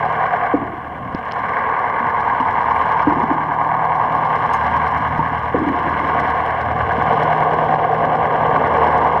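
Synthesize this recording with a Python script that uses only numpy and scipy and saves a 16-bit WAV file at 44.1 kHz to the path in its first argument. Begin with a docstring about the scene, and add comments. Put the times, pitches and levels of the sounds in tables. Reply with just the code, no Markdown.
"""An idling boat diesel, heard under water, knocks and hums through the hull, swelling and dipping in level.
Water washes around the hull. Three big gulps of air ring low and break into trails of bubbles. A few contacts
tick and bump on the camera housing; single bubbles ring, and a faint, high sizzle sounds once."""
import sys
import numpy as np
from scipy import signal
from scipy.fft import rfft, irfft
from scipy.io import wavfile
from scipy.ndimage import uniform_filter1d, minimum_filter1d, map_coordinates

SR = 44100
rng = np.random.default_rng(int(sys.argv[2]) if len(sys.argv) > 2 else 0)


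def wav_record(signal):
    """Record a signal, one row per channel, as 16-bit PCM in the file named by sys.argv[1]."""
    frames = np.transpose(np.atleast_2d(signal))
    bounded = np.clip(frames, -1, 1)
    # unit amplitude maps onto the largest positive 16-bit level
    quanta = np.round(bounded * 32767).astype(np.int16)
    wavfile.write(sys.argv[1], SR, quanta)


N = 405719


def amp(db):
    """Decibels to gain."""
    return 10 ** (np.asarray(db) / 20)


def unit(x):
    """Scale to rms 1."""
    return x / np.sqrt(np.mean(x ** 2) + 1e-20)


def curves(rows):
    """One value per sample for each column after the time."""
    times_s, *columns = np.transpose(rows)
    return [np.interp(np.arange(N) / SR, times_s, column) for column in columns]


def wobble(rate_hz):
    """Smooth random curve, rate_hz knots a second."""
    knots = rng.standard_normal(int(N * rate_hz / SR) + 4)
    coarse = np.arange(0, N + 20, 20)
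    return np.interp(np.arange(N), coarse, map_coordinates(knots, [coarse * rate_hz / SR]))


def coloured(x, spectrum, size=8192):
    """Minimum-phase filter from (frequency [Hz], gain [dB]) points; output rms 1."""
    hz, db = np.transpose(spectrum)
    gain = amp(np.interp(np.log(np.fft.rfftfreq(size, 1 / SR) + 1), np.log(hz), db))
    cepstrum = irfft(np.log(gain))
    cepstrum[1:size // 2] *= 2
    cepstrum[size // 2 + 1:] = 0
    impulse_response = irfft(np.exp(rfft(cepstrum)))
    return unit(signal.fftconvolve(x, impulse_response)[:N])


def add(track, start_s, sound):
    """Mix a sound into the track."""
    part = track[max(round(start_s * SR), 0):][:len(sound)]
    part += sound[:len(part)]


def ring(hz, t60_s, attack_s):
    """One resonance, of an air pocket or the housing, swells and rings down; peak 1."""
    t = np.arange(int(t60_s * SR) + 2) / SR
    tone = np.sin(2 * np.pi * hz * t) * amp(-60 * t / t60_s) * (1 - np.exp(-t / attack_s))
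    return tone / np.abs(tone).max()


# Engine speed: (time [s], working cycles [1/s])
ENGINE_SPEED = [(0.0, 9.725), (0.66, 9.772), (1.31, 9.764), (1.97, 9.894), (2.63, 9.67), (3.29, 9.686),
                (3.94, 9.795), (4.6, 9.709), (5.26, 9.785), (5.91, 9.802), (6.57, 9.715), (7.23, 9.72),
                (7.89, 9.732), (8.54, 9.768), (9.2, 9.798)]
def engine_cycles():
    """Working cycles elapsed at each sample."""
    return np.cumsum(curves(ENGINE_SPEED)[0]) / SR


# Twelve evenly spaced knocks per cycle, from two sides of the stern: (side A [dB], side B [dB])
KNOCK_PATTERN = [(0.3, 2.3), (-1.5, 0), (-1.5, -0.1), (1, 0.5), (0.5, 1.4), (-1, 4.5), (0, 4.5), (-0.2, -5),
                 (-2.5, 1.5), (-2.2, -3), (-1.4, -1.5), (-2.7, 1.2)]
# Listener's drift: (time [s], share of side B [0-1])
DRIFT = [(3.5, 0), (6.2, 0.5)]
def blow_strengths(cycle):
    """Gain of each knock: the pattern at the listener's position, plus scatter."""
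    index = np.arange((int(cycle[-1]) + 2) * len(KNOCK_PATTERN))
    a_db, b_db = np.array(KNOCK_PATTERN)[index % len(KNOCK_PATTERN)].T
    side = np.interp(index / len(KNOCK_PATTERN), cycle, curves(DRIFT)[0])
    scatter_db = 0.8 * rng.standard_normal(len(index))
    return amp(a_db + side * (b_db - a_db) + scatter_db)


def knocking(cycle, blows, spectrum, decay_knocks, floor, repeat_share, lead_cycles):
    """Each knock is a noise burst in the hull; part of its grain recurs every cycle; rms 1."""
    position = (cycle + lead_cycles) * len(KNOCK_PATTERN)
    envelope = floor + np.exp(-(position % 1) / decay_knocks)
    mean_rate_hz = np.mean(np.transpose(ENGINE_SPEED)[1])
    grain = rng.standard_normal(int(SR / mean_rate_hz))
    recurring = grain[(cycle % 1 * len(grain)).astype(int)]
    noise = np.sqrt(repeat_share) * recurring + np.sqrt(1 - repeat_share) * rng.standard_normal(N)
    return coloured(noise * blows[position.astype(int)] * envelope, spectrum)


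# Engine level, swelling and dipping every few seconds: (time [s], level [dB])
SWELL = [(0.0, 0.2), (0.47, -1.1), (0.64, -9.5), (1.03, -12.5), (1.55, 0.8), (2.39, 3), (2.91, 4.1),
         (3.4, 0.65), (4.15, 2.5), (4.69, 3), (5.5, -2.5), (6.14, 1.5), (6.72, -3.0), (7.23, 1.5),
         (7.89, -1.2), (8.65, 2.5), (8.85, 5), (9.2, 1.8)]
def path_gain(base_db, swell_depth, balance, balance_depth):
    """Gain of one engine band: follows the common swell and a balance curve; depths in dB/dB."""
    return amp(base_db + swell_depth * curves(SWELL)[0] + balance_depth * curves(balance)[0])


# Drone band: (frequency [Hz], gain [dB])
DRONE_SPECTRUM = [(120, -63.5), (175, -29.5), (225, -8), (280, -11.5), (380, -10.5), (455, 1), (540, -2),
                  (600, -2.5), (670, -11.5), (800, -31.5), (1300, -64.5), (4600, -100)]
# Drone balance: (time [s], level [dB])
DRONE_BALANCE = [(0.0, -0.3), (1.19, -0.6), (2.76, -4), (3.81, -4.7), (4.19, -0.5), (5.1, -5), (5.69, -1.3),
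                 (6.41, 0.4), (7.6, 6.5), (8.19, 6.6), (9.2, 4.5)]
def drone(cycle, blows):
    """Slowly decaying knocks merge into a low drone."""
    gain = path_gain(base_db=-30.5, swell_depth=0.88, balance=DRONE_BALANCE, balance_depth=1.05)
    return gain * knocking(cycle, blows ** 0.5, DRONE_SPECTRUM,
                           decay_knocks=0.93, floor=0.28, repeat_share=0.25, lead_cycles=0.03)


# Boom band: (frequency [Hz], gain [dB])
BOOM_SPECTRUM = [(400, -71), (600, -19.5), (665, -3.5), (715, 1.5), (765, 2.5), (820, -6.5), (900, -21.5),
                 (1300, -65.5), (3000, -105)]
# Boom balance: (time [s], level [dB])
BOOM_BALANCE = [(0.0, 3), (0.34, 4.5), (1.08, -3), (2.76, -2.5), (3.33, -1.8), (3.909, 0.7), (4.76, -2),
                (6.02, -2), (6.2, 2), (6.898, 2.5), (7.66, 5.5), (8.91, 2), (9.2, 1)]
def boom(cycle, blows):
    """Knocks boom through the hull near 750 Hz."""
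    gain = path_gain(base_db=-25, swell_depth=0.54, balance=BOOM_BALANCE, balance_depth=1.14)
    return gain * knocking(cycle, blows ** 1.1, BOOM_SPECTRUM,
                           decay_knocks=0.3, floor=0.39, repeat_share=0.3, lead_cycles=0.028)


# Lower and upper knock resonance: (frequency [Hz], gain [dB])
LOWER_SPECTRUM = [(550, -64), (740, -20), (835, -1), (910, 2), (985, 1.5), (1050, -13), (1300, -48),
                  (2500, -105)]
UPPER_SPECTRUM = [(650, -68), (900, -18.5), (1000, -3), (1080, 1.5), (1150, -3), (1225, -7.5),
                  (1285, -21.5), (1340, -33), (1600, -60), (3000, -105)]
# Midrange lean towards its upper resonances: (time [s], lean [dB])
MID_LEAN = [(0.0, 0.5), (0.35, 3.6), (1.3, 3.5), (1.9, 0.9), (2.45, -1.4), (3.33, -1.9), (4.2, -2.5),
            (4.81, -0.3), (5.4, 0.6), (5.91, 0.7), (6.8, 2), (7.3, -0.3), (8.0, -0.6), (9.2, -2.6)]
def knock(cycle, blows):
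    """Short knocks shift their weight between two neighbouring resonances."""
    lower_gain = path_gain(base_db=-24.5, swell_depth=0.96, balance=MID_LEAN, balance_depth=-0.76)
    upper_gain = path_gain(base_db=-23, swell_depth=0.91, balance=MID_LEAN, balance_depth=0.44)
    return sum(gain * knocking(cycle, blows ** 0.88, spectrum,
                               decay_knocks=0.2, floor=0.58, repeat_share=0.28, lead_cycles=0.028)
               for gain, spectrum in ((lower_gain, LOWER_SPECTRUM), (upper_gain, UPPER_SPECTRUM)))


# Clatter band: (frequency [Hz], gain [dB])
CLATTER_SPECTRUM = [(900, -51.5), (1325, -21), (1420, -3.5), (1640, 0), (1900, -9.5), (2100, -6),
                    (2330, -14), (2460, -27), (2850, -29.5), (3700, -53.5), (4050, -45.5), (4600, -60.5),
                    (7000, -85.5)]
def clatter(cycle, blows):
    """Upper-midrange clatter in which the hard blows stand out."""
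    gain = path_gain(base_db=-29, swell_depth=1.11, balance=MID_LEAN, balance_depth=1.2)
    return gain * knocking(cycle, blows ** 1.56, CLATTER_SPECTRUM,
                           decay_knocks=0.62, floor=0.63, repeat_share=0.25, lead_cycles=0.02)


# Rattle band: (frequency [Hz], gain [dB])
RATTLE_SPECTRUM = [(1500, -40), (2480, -7), (2820, 2), (3050, 0.5), (3350, -5.5), (3750, -19), (4050, -20),
                   (4450, -26), (7000, -70)]
# Treble balance: (time [s], level [dB])
TREBLE_BALANCE = [(0.0, 1.5), (0.49, 0), (1.21, 4.5), (1.71, -4), (2.9, 0), (3.61, -5), (4.7, 2.8),
                  (5.3, 1.5), (6.02, 3.2), (7.11, 4), (8.0, 1), (9.2, -0.8)]
def rattle(cycle, blows):
    """Knocks rattle thinly near 3 kHz, growing with the treble and the drone."""
    gain = path_gain(base_db=-47, swell_depth=0.8, balance=TREBLE_BALANCE, balance_depth=0.8)
    gain *= amp(0.18 * curves(DRONE_BALANCE)[0])
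    return gain * knocking(cycle, blows, RATTLE_SPECTRUM,
                           decay_knocks=0.35, floor=0.64, repeat_share=0.11, lead_cycles=0.026)


# Rasp strokes within a cycle: (position [cycles], width [cycles], level [dB])
RASP_STROKES = [(0.251, .05, -10.5), (0.551, 0.056, -2), (.98, .03, -12)]
# Rasp band: (frequency [Hz], gain [dB])
RASP_SPECTRUM = [(2500, -24), (4000, 7), (4750, -4.5), (5250, 3.5), (5900, -5.5), (6500, -8), (7200, -12.5),
                 (8500, -9.5), (10000, -16.5), (15000, -31.5)]
def rasp(cycle):
    """Dry contact catches unevenly: one main stroke and two weak ones per cycle."""
    strokes = np.zeros(N)
    for position, width, db in RASP_STROKES:
        offset = (cycle - position + 0.5) % 1 - 0.5
        strokes += amp(db) * np.exp(-0.5 * (offset / width) ** 2)
    scrape = (0.5 + strokes) * amp(2.6 * wobble(150))
    gain = path_gain(base_db=-61, swell_depth=1.2, balance=TREBLE_BALANCE, balance_depth=1.02)
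    return gain * coloured(scrape * rng.standard_normal(N), RASP_SPECTRUM)


# Strong firing lines: (time [s], level [dB])
ORDER_8 = [(0, -45.5), (1.15, -43.5), (1.4, -56.5), (2.7, -40.5), (4.3, -48), (4.6, -36), (7.05, -35),
           (7.25, -56), (8.55, -40.5), (8.8, -33.5), (9.2, -38)]
ORDER_12 = [(0, -41), (1.6, -49.5), (3.2, -44), (5.6, -37), (6.05, -53), (6.349, -42), (7, -35.4),
            (7.35, -45.5), (7.75, -38.5), (8.7, -40), (9.2, -57)]
ORDER_16 = [(0, -35), (0.75, -48), (2.5, -47), (3.15, -35), (4.3, -35), (4.55, -40), (5.2, -31.5),
            (5.7, -44), (6.05, -33), (6.4, -41), (6.85, -40.5), (7.15, -30.5), (8.3, -32), (9.2, -34)]
# Weak lines: (order [x cycle rate], level [dB])
WEAK_ORDERS = [(4, -57), (9, -55), (20, -49), (24, -53.5)]
def hum(cycle):
    """Firing pulses give low, slightly unsteady lines at multiples of the cycle rate."""
    strong = [(8, curves(ORDER_8)[0]), (12, curves(ORDER_12)[0]), (16, curves(ORDER_16)[0])]
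    out = np.zeros(N)
    for order, db in strong + WEAK_ORDERS:
        rms = amp(db + 0.93 * wobble(4.6))
        phase_rad = 2 * np.pi * (order * cycle + rng.random()) + 0.26 * wobble(2.7)
        out += np.sqrt(2) * rms * np.sin(phase_rad)
    return out


def bubble_cloud(count, centre_hz, log_spread, t60_periods, scatter_db):
    """Bubbles of random size ring at random times; rms 1."""
    cloud = np.zeros(N)
    starts_s = rng.uniform(0, N / SR, count)
    for start_s, (detune, strength) in zip(starts_s, rng.standard_normal((count, 2))):
        hz = centre_hz * np.exp(log_spread * detune)
        add(cloud, start_s, amp(scatter_db * strength) * ring(hz, t60_periods / hz, attack_s=0.0019))
    return unit(cloud)


# Churning of the water: (time [s], level [dB])
CHURN = [(0, -6.5), (1.1, -4), (1.6, -3), (2.4, -0.5), (3.1, -3), (3.7, -4.5), (4.7, 3.5), (6.4, -1),
         (7, 4), (7.5, 3.5), (9.2, 3)]
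# Rush band: (frequency [Hz], gain [dB])
RUSH_SPECTRUM = [(20, -30), (40, -14.5), (65, -3.5), (90, 0), (135, 1.5), (210, -3), (270, -0.5),
                 (360, -18), (600, -5), (1300, -38.5), (3000, -71.5), (8000, -87.5)]
def wash():
    """Water churns along the hull: a low rush with small bubbles in it."""
    churn_db, = curves(CHURN)
    rush = coloured(rng.standard_normal(N), RUSH_SPECTRUM) * amp(2.3 * wobble(7))
    gurgle = bubble_cloud(count=500, centre_hz=233, log_spread=0.28, t60_periods=9.1, scatter_db=4.5)
    return amp(-35 + 0.65 * churn_db) * rush + amp(-43.5 + churn_db) * gurgle


# Gulps of air: (time [s], level [dB], tilt [dB/octave], trail level [dB], trail t60 [s])
AIR_GULPS = [(0.5346, -8.5, 2, -22.5, 1.03), (3.0664, -7.5, -12, -22.5, 2.4),
             (5.541, -11.5, 3, -21.5, 2.84)]
# Gulp modes, high first: (frequency [Hz], gain [dB], t60 [s], delay [s], attack [s])
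AIR_MODES = [(487, 2, 0.036, 0.0029, .0035), (293, 2, 0.066, 0.0044, 0.0058)]
def gulps():
    """Large air pockets ring low, then break into a fading trail of small bubbles."""
    out, trail, t = np.zeros(N), np.zeros(N), np.arange(N) / SR
    pivot_hz = AIR_MODES[-1][0]
    for start_s, db, tilt, trail_db, trail_t60_s in AIR_GULPS:
        for hz, mode_db, t60_s, delay_s, attack_s in AIR_MODES:
            gain = amp(db + mode_db + tilt * np.log2(hz / pivot_hz))
            add(out, start_s + delay_s, gain * ring(hz, t60_s, attack_s))
        age_s = np.maximum(t - start_s, 0)
        trail += np.minimum(age_s / 0.012, 1) * amp(trail_db - 60 * age_s / trail_t60_s)
    cloud = bubble_cloud(count=3000, centre_hz=296, log_spread=0.15, t60_periods=11, scatter_db=1.5)
    return out + trail * cloud


# Hard contacts: (time [s], peak [dB], cutoff [Hz], contact t60 [s])
HARD_CONTACTS = [(1.1478, -24, 5630, .006), (1.312, -20, 4000, 0.0076), (1.3207, -16.5, 6700, 0.0084),
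                 (1.337, -31, 7700, 0.0038), (2.4, -22, 2900, .025), (3.0216, -34, 5800, 0.013),
                 (4.534, -25, 12300, 0.084), (6.4625, -28.5, 11700, 0.0076)]
# Housing modes, hard contact: (frequency [Hz], gain [dB], t60 [s])
HARD_MODES = [(1690, 4.5, .005), (2900, 4.5, 0.0053), (4100, -2, 0.0035), (5060, -1.5, 0.004),
              (6960, -9.5, .004), (8400, -8.5, .005), (11100, -11, .005)]
def ticks():
    """Hard contacts excite the housing's high modes with a burst of noise."""
    out, t = np.zeros(N), np.arange(SR // 4) / SR
    housing = sum(amp(db - 60 * t / t60_s) * np.sin(2 * np.pi * hz * t) for hz, db, t60_s in HARD_MODES)
    for start_s, peak_db, cutoff_hz, t60_s in HARD_CONTACTS:
        contact = rng.standard_normal(len(t)) * amp(-60 * t / t60_s)
        lowpass = signal.butter(10, cutoff_hz, fs=SR, output="sos")
        tick = signal.sosfilt(lowpass, signal.fftconvolve(contact, housing))
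        add(out, start_s, amp(peak_db) * tick / np.abs(tick).max())
    return out


# Soft contacts: (time [s], level [dB], tilt [dB/octave])
SOFT_CONTACTS = [(1.148, -11.5, -10), (5.192, -11.5, 3.5)]
# Housing modes, soft contact: (frequency [Hz], gain [dB], t60 [s])
SOFT_MODES = [(183, -20.5, .05), (266, 1.5, 0.018), (920, -3.5, 0.1)]
def bumps():
    """Soft contacts ring the housing's low modes."""
    out = np.zeros(N)
    pivot_hz = SOFT_MODES[1][0]
    for start_s, db, tilt in SOFT_CONTACTS:
        for hz, mode_db, t60_s in SOFT_MODES:
            gain = amp(db + mode_db + tilt * np.log2(hz / pivot_hz))
            add(out, start_s, gain * ring(hz, t60_s, attack_s=0.0006))
    return out


# Single bubbles: (time [s], pitch [Hz], peak [dB], t60 [s])
BUBBLES = [(2.0, 240, -24, .15), (2.4, 255, -20, 0.1), (2.48, 97, -30, .25), (3.076, 102, -23.5, 0.099),
           (3.232, 250, -14, 0.046), (3.31, 298, -10, 0.036), (4.533, 6476, -44.5, 0.071),
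           (5.614, 331, -14.5, .09), (5.666, 289, -11.5, .06), (5.695, 275, -13.5, 0.054),
           (6.829, 89, -22, 0.23), (6.98, 255, -16.5, 0.031)]
def single_bubbles():
    """Separate air pockets each ring at one pitch."""
    out = np.zeros(N)
    for start_s, hz, peak_db, t60_s in BUBBLES:
        add(out, start_s, amp(peak_db) * ring(hz, t60_s, attack_s=0.0049))
    return out


def sizzle(start_s=2.74, centre_hz=9700, level_db=-62, t60_s=0.55):
    """A narrow band of high noise starts at once and fades."""
    out, t = np.zeros(N), np.arange(SR // 2) / SR
    band = signal.lfilter(*signal.iirpeak(centre_hz, Q=12, fs=SR), rng.standard_normal(len(t)))
    add(out, start_s, unit(band) * amp(level_db - 60 * t / t60_s))
    return out


def scene():
    """Engine, water and housing over a faint steady hiss; mono."""
    hiss = amp(-69) * rng.standard_normal(N)
    cycle = engine_cycles()
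    blows = blow_strengths(cycle)
    knocks = sum(band(cycle, blows) for band in (drone, boom, knock, clatter, rattle))
    engine = knocks + rasp(cycle) + hum(cycle)
    water = wash() + gulps() + single_bubbles()
    return (engine + water + ticks() + bumps() + sizzle() + hiss)[None]


def record(dry):
    """Peak limiter, then a steep low-pass."""
    threshold, cutoff_hz = 0.72, 15310
    needed_gain = np.minimum(1, threshold / (np.abs(dry) + 1e-9))
    held_gain = minimum_filter1d(needed_gain, size=400)
    smooth_gain = uniform_filter1d(uniform_filter1d(held_gain, size=200), size=200)
    lowpass = signal.ellip(12, 0.1, 90, cutoff_hz, fs=SR, output="sos")
    return signal.sosfilt(lowpass, dry * smooth_gain)


dry = scene()
out = record(dry)
wav_record(out)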